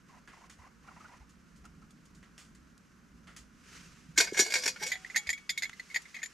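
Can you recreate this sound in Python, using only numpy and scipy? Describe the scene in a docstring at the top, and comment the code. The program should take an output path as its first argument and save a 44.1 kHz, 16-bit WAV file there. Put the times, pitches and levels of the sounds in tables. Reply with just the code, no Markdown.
"""Small squeaks and crackles of fingers squeezing something over a mug, in a tent with a low rumble; a sleeve swishes.
Then a steel lid is gripped and dragged off its cup, clashing and scraping; its wire handle rattles as it is carried away.
Steel is struck banks of damped modes with a wash of noise; squeaks are bent tones; knocks are decaying sines.
Air, rumble, cloth and crackles are coloured noise, and short noise echoes give the tent."""
import sys
import numpy as np
from scipy import signal
from scipy.fft import rfft, irfft, next_fast_len
from scipy.io import wavfile

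SR = 44100
rng = np.random.default_rng(int(sys.argv[2]) if len(sys.argv) > 2 else 0)


def materialize(psi):
    """Save the field psi as 16-bit PCM at rate SR to the path in sys.argv[1].

    A 1-D psi becomes a single channel; in a 2-D psi each row is a channel.
    """
    bounded = np.clip(np.atleast_2d(psi).T, -1, 1)
    quanta = np.round(bounded * 32767).astype(np.int16)
    wavfile.write(sys.argv[1], SR, quanta)


N = 279153
TIME = np.arange(N) / SR  # seconds into the scene
AGE = np.arange(SR // 2) / SR  # seconds since a contact

# fingertip strokes, each a run of squeaky slips:
# start_s, length_s, level_db, pitch_hz (near the top of the bend), slips (count, rounded; also sets the pace)
SKIN_STROKES = [(0.086, 0.07, -57, 1008, 2.7), (.165, .026, -52.5, 986, 1), (.329, 0.14, -52.5, 992, 3.9),
                (0.585, 0.093, -54.5, 987, 3.7), (0.836, 0.043, -58, 1065, 2),
                (0.874, 0.022, -50, 1303, 1.1), (.901, .118, -53, 999, 2.1), (1, 0.083, -50.5, 1302, 2),
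                (1.081, 0.1, -51.5, 973, 3.4), (1.199, 0.025, -57.5, 858, 1),
                (1.643, 0.024, -53, 1370, 1.1), (1.816, 0.016, -59.5, 1373, 0.98)]
# ringing modes of the cup with the lid in it: pitch_hz, level_db (relative), t60_s
CUP_MODES = [(650, -11, .035), (1589, 1, .07), (1789, -4, .08), (2168, 2, .13), (2237, 0, .14),
             (2293, -7, .14), (2440, -7, .16), (2750, -10, .06), (3390, -12, .13), (3590, -12, .12),
             (4161, -12, .26), (4436, -6, .18), (4527, -9, .22), (4873, -10, .35), (4990, -7, .12),
             (5425, -6, .12), (5557, -5, .15), (5745, -5, .2), (6190, -8, .13), (6660, -10, .22),
             (6893, -1, .13), (7007, -5, .15), (7460, -8, .12), (7820, -7, .12), (8650, -14, .15),
             (9030, -13, .13), (9950, -16, .13), (11022, -15, .14), (12000, -18, .1)]
# colour of the cup's crowd of weak, quickly damped modes: frequency_hz, density_db (per Hz)
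CUP_WASH = [(120, -30), (260, -8), (420, -2.5), (650, -5.5), (950, 0), (1280, -11), (1550, 5.5),
            (2400, -5.5), (3200, -2.5), (5200, 0), (7700, -1), (9000, -11), (12500, -13.5), (15000, -39.5)]


def from_db(db):
    """Amplitude factor of a level in dB."""
    return 10 ** (np.asarray(db) / 20)


def rms_one(x):
    """Scale to rms 1."""
    return x / np.sqrt(np.mean(x ** 2))


def attack_one(x):
    """Scale to rms 1 over the first hundredth of a second."""
    return x / np.sqrt(np.mean(x[:SR // 100] ** 2))


def curve(rows):
    """Straight lines through (s, value) points over the whole scene."""
    return np.interp(TIME, *np.transpose(rows))


def decay(t60):
    """Exponential fade that falls 60 dB in t60 seconds."""
    return np.exp(-np.log(1000) * AGE / t60)


def onset(swell_s):
    """Smooth rise from silence with the given time constant."""
    return 1 - np.exp(-AGE / swell_s)


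def add(track, s, sound):
    """Mix a sound into a track from time s on."""
    start = round(s * SR)
    track[start:start + len(sound)] += sound[:N - start]


def noise(spectrum, size):
    """Noise of the given colour, rms 1."""
    hz, db = np.transpose(spectrum)
    padded = next_fast_len(size)
    bins = np.maximum(np.fft.rfftfreq(padded, 1 / SR), 1)
    gain = from_db(np.interp(np.log(bins), np.log(hz), db))
    return rms_one(irfft(rfft(rng.standard_normal(padded)) * gain, padded)[:size])


def wide_noise(spectrum, side_db):
    """Stereo noise, mostly common to both sides, and almost wholly so in the deep bass."""
    high_pass = signal.butter(2, 120, "high", fs=SR, output="sos")
    side = signal.sosfilt(high_pass, noise(spectrum, N))
    return noise(spectrum, N) + from_db(side_db) * side * np.array([[1], [-1]])


def drift(per_s):
    """Slow random wandering, with knots of spread 1 joined by straight lines."""
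    knots = rng.standard_normal(N // 20)
    return np.interp(TIME * per_s, np.arange(len(knots)), knots)


def thumps(rows, swell_s):
    """Each push sets one mode swinging: (s, dB, Hz, t60 s)."""
    out = np.zeros(N)
    for s, db, hz, t60 in rows:
        shape = decay(t60) * onset(swell_s) ** 2
        shape /= shape.max()
        add(out, s, from_db(db) * shape * np.sin(2 * np.pi * hz * AGE))
    return out


def voiced_by_contact(sound, clang_db, treble_db):
    """A hard contact favours the treble, a soft one the low modes."""
    split_hz = 2800
    low_pass = signal.butter(4, split_hz, "low", fs=SR, output="sos")
    high_pass = signal.butter(4, split_hz, "high", fs=SR, output="sos")
    clang = attack_one(signal.sosfilt(low_pass, sound))
    treble = attack_one(signal.sosfilt(high_pass, sound))
    return from_db(clang_db) * clang + from_db(treble_db) * treble


def tent(x, near_db, tail_db, tail_t60):
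    """Board, hands and fabric throw back early echoes, different at each ear, then a faint tail."""
    colour = [(100, -7.0), (500, -4.0), (6000, -3.0), (15000, -2.0)]  # (Hz, dB per Hz)
    sides = []
    for _ in range(2):
        near = noise(colour, len(AGE)) * decay(0.029) * (AGE > .0004)
        tail = noise(colour, len(AGE)) * decay(tail_t60) * (AGE > .008)
        near /= np.linalg.norm(near)
        tail /= np.linalg.norm(tail)
        echoes = from_db(near_db) * near + from_db(tail_db) * tail
        sides.append(x + signal.fftconvolve(x, echoes)[:N])
    return np.array(sides)


def still_air():
    """Steady coloured noise of the air."""
    # colour of the air: frequency_hz, density_db (per Hz)
    air_colour = [(15, -39), (25, -20), (59, -1.5), (103, -15.5), (181, 0), (237, -3.5), (354, -12),
                  (673, -20.5), (856, -23.5), (1030, -15.5), (1460, -12.5), (3930, -41), (7280, -44),
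                  (12100, -39), (15000, -48)]
    return from_db(-64.5) * wide_noise(air_colour, side_db=-4)


def low_rumble():
    """Low noise whose level wanders unevenly around a slow curve."""
    # colour of the rumble: frequency_hz, density_db (per Hz)
    rumble_colour = [(20, -12.5), (55, 5), (105, -7.5), (170, 4), (250, -2.5), (400, -17.5), (700, -57)]
    # central level of the rumble: time_s, level_db
    rumble_level = [(0, -63.5), (.95, -64), (1.7, -59.5), (4.3, -61.5), (4.5, -62.5), (6.33, -77)]
    level_db = curve(rumble_level) + 2.3 * drift(8.3)
    return from_db(level_db) * wide_noise(rumble_colour, side_db=-13.5)


def sliding_strength():
    """Strength of the friction hiss: the sleeve, plus skin for the length of each stroke."""
    # sleeve sliding as the arm swings across and carries the lid off: time_s, level_db
    sleeve_level = [(3.5, -71.5), (3.62, -65.5), (3.75, -53.5), (3.9, -61), (4.1, -66.5), (5.15, -56.5),
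                    (5.45, -66), (5.95, -58.5), (6.33, -62.5)]
    skin_hiss_db, skin_fade_s = -20.5, 0.0055  # hiss is relative to the squeaks
    gain = from_db(curve(sleeve_level))
    for start, length, db, _, _ in SKIN_STROKES:
        outside_s = np.maximum(np.abs(TIME - start - length / 2) - length / 2, 0)
        fade = np.maximum(1 - outside_s / skin_fade_s, 0)
        gain = gain + from_db(db + skin_hiss_db) * fade
    return gain


def sliding_cloth_and_skin():
    """Friction makes a fluttering hiss as strong as the sliding."""
    # colour of the rustle: frequency_hz, density_db (per Hz)
    rustle_colour = [(240, -34), (400, 0.5), (576, -11.5), (816, -10), (1290, 2), (2830, 0), (3450, -5.5),
                     (6320, -1.5), (12300, -20), (15000, -32)]
    flutter = from_db(1.22 * drift(90))
    return sliding_strength() * flutter * wide_noise(rustle_colour, side_db=-8.5)


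def slips_of_skin():
    """A fingertip sticks and slips at a nearly even pace through each stroke: (s, dB, Hz)."""
    scatter_db, pitch_spread = 1.5, 0.0433  # from one slip to the next
    for start, length, db, hz, slips in SKIN_STROKES:
        pace_s = length / max(slips, 1)
        for k in range(round(slips)):
            late, force, bend = rng.standard_normal(3)
            slip_s = start + pace_s * (k + 0.0706 * late)
            yield slip_s, db + scatter_db * force, hz * (1 + pitch_spread * bend)


def squeaks(length_s, arch, second_db, rub_db):
    """Each slip of a fingertip is a brief rough tone that rises and falls in pitch."""
    # colour of the rub: (Hz, dB per Hz)
    rub_colour = [(400, -11.5), (900, 2.5), (1400, -3.0), (2000, -4), (2700, -8.5), (3500, -40), (12000, -41)]
    out = np.zeros(N)
    for s, db, hz in slips_of_skin():
        stretch, skew = np.exp(0.203 * rng.standard_normal(2))  # slips vary in length and bend
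        progress = np.minimum(AGE / (length_s * stretch), 1)
        hump = np.sin(np.pi * progress ** skew)
        phase = 2 * np.pi * np.cumsum(hz * (1 + arch * (hump - .88))) / SR
        tone = np.sin(phase) + from_db(second_db) * np.sin(2 * phase)
        rub = noise(rub_colour, len(AGE)) * decay(0.17) * onset(0.0034)
        add(out, s, from_db(db) * (tone * np.abs(hump) ** 1.6 + from_db(rub_db) * rub))
    return out


def crackles(grain_db):
    """Crackles and ticks of handling are short bursts of noise with uneven grains."""
    # bursts: start_s, low_db (below 2.8 kHz), treble_db, t60_s
    bursts = [(.275, -53, -66.5, 0.33), (.497, -57.5, -57, 0.19), (1.293, -77, -66.5, 0.19),
              (1.561, -79, -67.5, .2), (1.653, -65, -61, 0.054), (1.907, -98, -64, 0.054),
              (2.055, -77, -65, .076), (2.148, -79, -64, 0.19), (2.228, -58.5, -72, 0.19),
              (2.379, -59, -55, 0.34), (2.549, -69.5, -64, 0.11), (2.778, -90, -65, 0.016),
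              (3.271, -56.5, -66, 0.34), (3.364, -56, -51.5, .17), (5.695, -47, -55, 0.021),
              (6.019, -75, -56, 0.061)]
    # colour of the bursts: frequency_hz, density_db (per Hz)
    crackle_colour = [(200, -5), (600, -9.5), (1400, 3.5), (2300, -2), (4000, -3), (7000, 1.5), (10000, -7),
                      (12500, -20), (15000, -20)]
    out = np.zeros(N)
    knots = AGE[::64]
    for s, low_db, treble_db, t60 in bursts:
        grains = np.interp(AGE, knots, from_db(grain_db * rng.standard_normal(len(knots))))
        burst = noise(crackle_colour, len(AGE)) * grains * decay(t60)
        add(out, s, voiced_by_contact(burst, low_db, treble_db))
    return out


def fingers():
    """Squeaks and crackles of the squeezing hand."""
    return squeaks(length_s=.027, arch=.42, second_db=-17, rub_db=-5) + crackles(grain_db=1.5)


def groundsheet_bumps():
    """Soft bumps on the groundsheet, each one low damped tone."""
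    # bumps: start_s, level_db, pitch_hz, t60_s
    bump_rows = [(.585, -49.5, 72.5, 0.078), (.945, -54, 61, .075), (1.198, -47.5, 61, 0.12),
                 (1.6, -52, 50.9, 0.22), (4.085, -44.5, 161, 0.083), (5.27, -48.5, 66, 0.12)]
    return thumps(bump_rows, swell_s=0.0072)


def steel_ring(modes, wash, wash_db, wash_t60, length, scatter_db, detune, swell_s):
    """One blow on thin steel: the spot sets mode strengths, the grip damps modes and shifts their pitch."""
    hz, db, t60 = np.transpose(modes)
    strength, shift = rng.standard_normal((2, len(hz)))
    gain = from_db(db + scatter_db * strength) * rng.choice([-1, 1], len(hz))
    age = AGE.astype(np.float32)
    # a quickly damped mode is broader, so it may shift further
    turn = (2 * np.pi * (hz + detune * shift / t60)).astype(np.float32)
    damping = (np.log(1000) / (t60 * length)).astype(np.float32)
    fading = np.exp(-np.minimum(damping[:, None] * age, 20))
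    clear = gain @ (np.sin(turn[:, None] * age) * fading)
    crowd = noise(wash, len(AGE)) * decay(wash_t60 * length)
    ring = attack_one(clear) + from_db(wash_db) * attack_one(crowd)
    return ring * onset(swell_s)  # the wall needs a moment to take up the motion


def at_spot(ring, s):
    """The place of contact lifts the modes near one pitch."""
    # pitch favoured as the contact wanders round the rim: time_s, pitch_hz
    spot_pitch = [(4.18, 6760), (4.2, 4540), (4.39, 7000), (4.465, 4600), (4.55, 4950), (4.64, 5500),
                  (4.68, 5150), (4.83, 5600), (4.865, 7250), (4.917, 3593), (5.16, 6600), (5.33, 7000),
                  (5.49, 3450), (5.58, 3630), (5.63, 4070), (5.96, 4530), (6.15, 3480), (6.23, 7200)]
    width_hz, lift_db = 280, 6.5
    hz = np.interp(s, *np.transpose(spot_pitch))
    b, a = signal.iirpeak(hz, hz / width_hz, fs=SR)
    return ring + (from_db(lift_db) - 1) * signal.lfilter(b, a, ring)


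def bouncing(rows):
    """Each blow and its quick, dying bounces: (s, clang dB, treble dB, ring length factor, panel Hz)."""
    # a bounce loses more clang than treble and lands on a stiffer spot of the panel
    gap_s, clang_loss_db, treble_loss_db, pitch_ratio = 0.0069, 8.5, 2, 1.19
    for s, clang_db, treble_db, length, hz, bounces in rows:
        yield s, clang_db, treble_db, length, hz
        for k in range(1, round(bounces) + 1):
            late, bend = rng.standard_normal(2)
            bounce_s = s + gap_s * (k + .12 * late)
            bounce_hz = hz * pitch_ratio * (1 + 0.058 * bend)
            yield bounce_s, clang_db - clang_loss_db * k, treble_db - treble_loss_db * k, length, bounce_hz


def scraping(slips_per_s, spread_db, panel_db, panel_t60):
    """Dense uneven slips of the rim keep the cup ringing; each stroke rubs another spot."""
    # rim dragging in the cup: peak_s (hardest moment), level_db, rise_s, fall_s, panel_hz
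    strokes = [(4.174, -34.5, 0.00557, 0.0074, 1550), (4.216, -32.5, 0.013, 0.029, 2220),
               (4.403, -23.5, 0.024, 0.013, 1740), (4.465, -36.5, 0.022, 0.039, 2180),
               (4.572, -35, 0.0096, 0.027, 2230), (4.643, -32, 0.022, 0.036, 2294),
               (4.819, -35, 0.01, 0.02, 2193), (4.893, -44, 0.013, 0.024, 2130)]
    out = np.zeros(N)
    since = AGE - AGE[-1] / 2  # seconds from the hardest moment
    for s, db, rise, fall, panel_hz in strokes:
        pressure = np.exp(np.minimum(since / rise, -since / fall))
        slips = (rng.random(len(AGE)) < slips_per_s / SR) * rng.choice([-1, 1], len(AGE))
        slips = slips * from_db(spread_db * rng.standard_normal(len(AGE)))
        modes = CUP_MODES + [(panel_hz, panel_db, panel_t60)]
        ring = steel_ring(modes, CUP_WASH, wash_db=0.5, wash_t60=0.11, length=0.77,
                          scatter_db=4.0, detune=3.3, swell_s=0.00032)
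        sound = signal.fftconvolve(slips * pressure, at_spot(ring, s))
        # match the energy of the pressure curve
        sound *= np.sqrt(np.sum(pressure ** 2) / (np.sum(sound ** 2) + 1e-20))
        add(out, s + since[0], from_db(db) * sound)
    return out


def clashes(panel_db, panel_t60):
    """The lid hits the cup it sits in; its panel mostly rings higher as it works loose."""
    # blows: start_s, clang_db (below 2.8 kHz), treble_db, ring_length (factor), panel_hz, bounces (count)
    blows = [(4.1764, -26.5, -22, 0.68, 1550, 1), (4.2018, -25.5, -25.5, 0.7, 1549, 1),
             (4.2712, -40, -55, 1, 1575, 0), (4.345, -40, -62, 1, 1620, 0),
             (4.3696, -36, -42, 0.81, 1700, 0), (4.3904, -32, -26, 0.77, 1524, 0),
             (4.3975, -50, -23.5, 0.78, 1790, 1), (4.5032, -44, -39.5, 0.97, 2130, 0),
             (4.5216, -35, -37, 0.52, 2170, 0), (4.5381, -30, -28, 0.8, 2370, 0),
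             (4.5541, -30, -31.5, 0.84, 2193, 0), (4.6349, -41.5, -35.5, 0.76, 2250, 0),
             (4.6613, -36, -33.5, 0.39, 2420, 0), (4.6768, -34, -28.5, 0.66, 2480, 0),
             (4.7601, -45, -56.5, 0.64, 1445, 0), (4.8314, -38, -38.5, 0.86, 2263, 0),
             (4.8643, -44, -35.5, 1, 2190, 0)]
    out = np.zeros(N)
    for s, clang_db, treble_db, length, panel_hz in bouncing(blows):
        modes = CUP_MODES + [(panel_hz, panel_db, panel_t60)]
        ring = steel_ring(modes, CUP_WASH, wash_db=-2.5, wash_t60=0.135, length=length,
                          scatter_db=2.5, detune=2.16, swell_s=0.00052)
        add(out, s, voiced_by_contact(at_spot(ring, s), clang_db, treble_db))
    return out


def cup_knocks():
    """Hollow knocks of the cup, each answered by a low tone of the board under it."""
    # knocks: start_s, level_db, pitch_hz, t60_s
    knock_rows = [(4.18, -33.5, 326, 0.055), (4.201, -33.5, 445, 0.081), (4.322, -28, 394, 0.019),
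                  (4.393, -23, 389, 0.037), (4.419, -32, 360, 0.014), (4.203, -38.5, 674, 0.14),
                  (4.659, -41.5, 420, 0.061), (4.812, -43, 405, 0.077), (4.816, -43.5, 856, 0.11)]
    board_hz, board_db, board_t60 = 197, -15.5, 0.0368  # level relative to the knock
    answers = [(s, db + board_db, board_hz, board_t60) for s, db, _, _ in knock_rows]
    return thumps(knock_rows + answers, swell_s=0.003)


def cavity():
    """The hollow tone of the air in the cup glides, mostly upward, as the gap under the lid opens."""
    # pitch of the air in the cup: time_s, pitch_hz
    air_pitch = [(4.45, 405), (4.54, 508.5), (4.58, 510), (4.62, 492), (4.69, 518), (4.87, 485),
                 (4.925, 749), (5.1, 758), (5.17, 860), (5.22, 815)]
    # jolts that set that air ringing: start_s, level_db, t60_s
    jolt_rows = [(4.465, -43, 0.33), (4.554, -44.5, 0.45), (4.66, -52.5, 0.23), (4.86, -41, 0.095),
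                 (4.917, -55, .75), (5.175, -52, .15)]
    level = np.zeros(N)
    for s, db, t60 in jolt_rows:
        add(level, s, from_db(db) * decay(t60) * onset(0.0024))
    return level * np.sin(2 * np.pi * np.cumsum(curve(air_pitch)) / SR)


def singing_rim():
    """Two lightly damped tones carry on from one tap to the next, wavering as the grip shifts."""
    # taps that leave the lid's rim singing: start_s, low_tone_db, high_tone_db (both before the waver)
    taps = [(4.8314, -38, -48), (4.9171, -58, -49), (5.1602, -38, -46), (5.3288, -40, -51),
            (5.4929, -42, -45), (5.6316, -47, -52)]
    low_hz, high_hz, t60, waver_db = 2230, 3340, .33, 5.5
    low = [(s, db, low_hz, t60) for s, db, _ in taps]
    high = [(s, db, high_hz, t60) for s, _, db in taps]
    waver = from_db(waver_db * drift(45) - waver_db / 2)
    return thumps(low + high, swell_s=0.00085) * waver


def at_random(start_s, end_s, per_s):
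    """Uneven moments through a span of time, at a given mean rate."""
    count = round((end_s - start_s) * per_s)
    return start_s + (np.arange(count) + rng.random(count)) / per_s


def rattles(panel_db, panel_t60):
    """The handle taps the lid and jingles in between; the flat panel rings loud, its pitch bent by the grip."""
    # wire handle tapping the loose lid:
    # start_s, clang_db (below 2.8 kHz), treble_db, ring_length (factor), panel_hz, bounces (count, rounded)
    handle_taps = [(4.9171, -29.5, -38.5, 1, 2062, 0), (4.9539, -39, -62, 0.72, 2050, 0),
                   (5.0462, -40.5, -64, .45, 1930, 0), (5.0993, -43.5, -59.5, 0.68, 1940, 2),
                   (5.1448, -39, -72, 1, 2045, 0), (5.1539, -37.5, -47, 1.3, 1970, 0),
                   (5.1602, -28, -31, 0.6, 1843, 2), (5.27, -41.5, -46, 0.69, 2260, 0),
                   (5.2907, -30, -37, 0.47, 1810, 0), (5.3015, -34, -33.5, .5, 1890, 0),
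                   (5.3288, -41.5, -41.5, 0.6, 1990, 0), (5.377, -49, -57, 1, 2270, 0),
                   (5.4929, -34.5, -33, 0.61, 1952, 1), (5.5758, -38.5, -35, 0.72, 2126, 0),
                   (5.6215, -37.5, -39, 0.63, 2030, 0), (5.6316, -33.5, -37.5, 0.65, 2056, 0),
                   (5.641, -43, -46, .6, 2180, 0), (5.653, -40, -50.5, 0.48, 2130, 0),
                   (5.7296, -49.5, -60, 0.74, 2060, 0), (5.796, -39.5, -52, 0.52, 2035, 0),
                   (5.9, -52.5, -58, 2.2, 2160, 0), (5.9438, -36, -41.5, 0.6, 1855, 1),
                   (5.9597, -27.5, -40.5, 0.47, 1863, 1), (6.1436, -44.5, -53.5, 0.77, 1990, 1),
                   (6.1644, -42, -56.5, 0.87, 2035, 0), (6.187, -48, -62, 1.3, 2090, 0),
                   (6.2184, -46, -61, 0.58, 2130, 0), (6.2297, -37.5, -41, 0.61, 1824, 1.46),
                   (6.2584, -49, -46, 0.303, 1960, 0.42)]
    # ringing modes of the loose lid: pitch_hz, level_db (relative), t60_s
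    lid_modes = [(1790, -5, .035), (2035, -6, .07), (2245, -6, .1), (2440, -6, .05), (3180, -14, .07),
                 (3560, -11, .09), (4140, -13, .06), (4510, -6, .06), (4940, -12, .1), (5200, -9, .06),
                 (6240, -15, .11), (6360, -12, .06), (6662, -8, .1), (7070, -10, .16), (7400, -17, .08),
                 (8200, -22, .1), (9900, -22, .13), (11000, -26, .08), (12000, -22, .06)]
    # colour of the lid's crowd of weak, quickly damped modes: frequency_hz, density_db (per Hz)
    lid_wash = [(200, -20), (550, -19), (850, -9), (1250, -26), (1800, 4), (2400, -9), (2800, -16.5),
                (3600, -6.5), (4900, -7.5), (5750, -11.5), (6800, -5.5), (8800, -18.5), (12000, -15.5),
                (15000, -48)]
    # faint jingling while the lid is carried: clang dB, treble dB, ring length factor, panel Hz
    jingle = (-50, -70, 0.68, 2070)
    jingles = [(s, *jingle) for s in at_random(5.0, 6.3, per_s=4)]
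    out = np.zeros(N)
    for s, clang_db, treble_db, length, panel_hz in list(bouncing(handle_taps)) + jingles:
        modes = lid_modes + [(panel_hz, panel_db, panel_t60)]
        ring = steel_ring(modes, lid_wash, wash_db=-9, wash_t60=0.12, length=length,
                          scatter_db=5.0, detune=2.93, swell_s=0.00072)
        add(out, s, voiced_by_contact(at_spot(ring, s), clang_db, treble_db))
    return out


def scene():
    """Steel moves across the stereo field; everything else leans slightly right."""
    # where the lid is: time_s, balance_db (left minus right)
    lid_balance = [(4.2, -.3), (4.8, -.8), (5.2, -1.7), (5.6, -.5), (6.0, .8), (6.3, 1.8)]
    left_right = np.array([[.5], [-.5]])
    background = still_air() + low_rumble() + sliding_cloth_and_skin()
    hand = tent(fingers(), near_db=-7.5, tail_db=-10, tail_t60=0.19)
    hollow = groundsheet_bumps() + cup_knocks() + cavity()
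    board = tent(hollow, near_db=-14, tail_db=-14.5, tail_t60=0.21)
    steel = scraping(slips_per_s=540, spread_db=6.0, panel_db=9, panel_t60=0.093)
    steel += clashes(panel_db=4, panel_t60=0.1)
    steel += singing_rim()
    steel += rattles(panel_db=11.0, panel_t60=0.07)
    lid = tent(steel, near_db=-7.0, tail_db=-20.5, tail_t60=0.23) * from_db(curve(lid_balance) * left_right)
    return lid + (background + hand + board) * from_db(-1.7 * left_right)


def record(dry):
    """The top is cut steeply above 15 kHz."""
    low_pass = signal.ellip(10, .3, 80, 15000, fs=SR, output="sos")
    return signal.sosfilt(low_pass, dry)


dry = scene()
out = record(dry)
materialize(out)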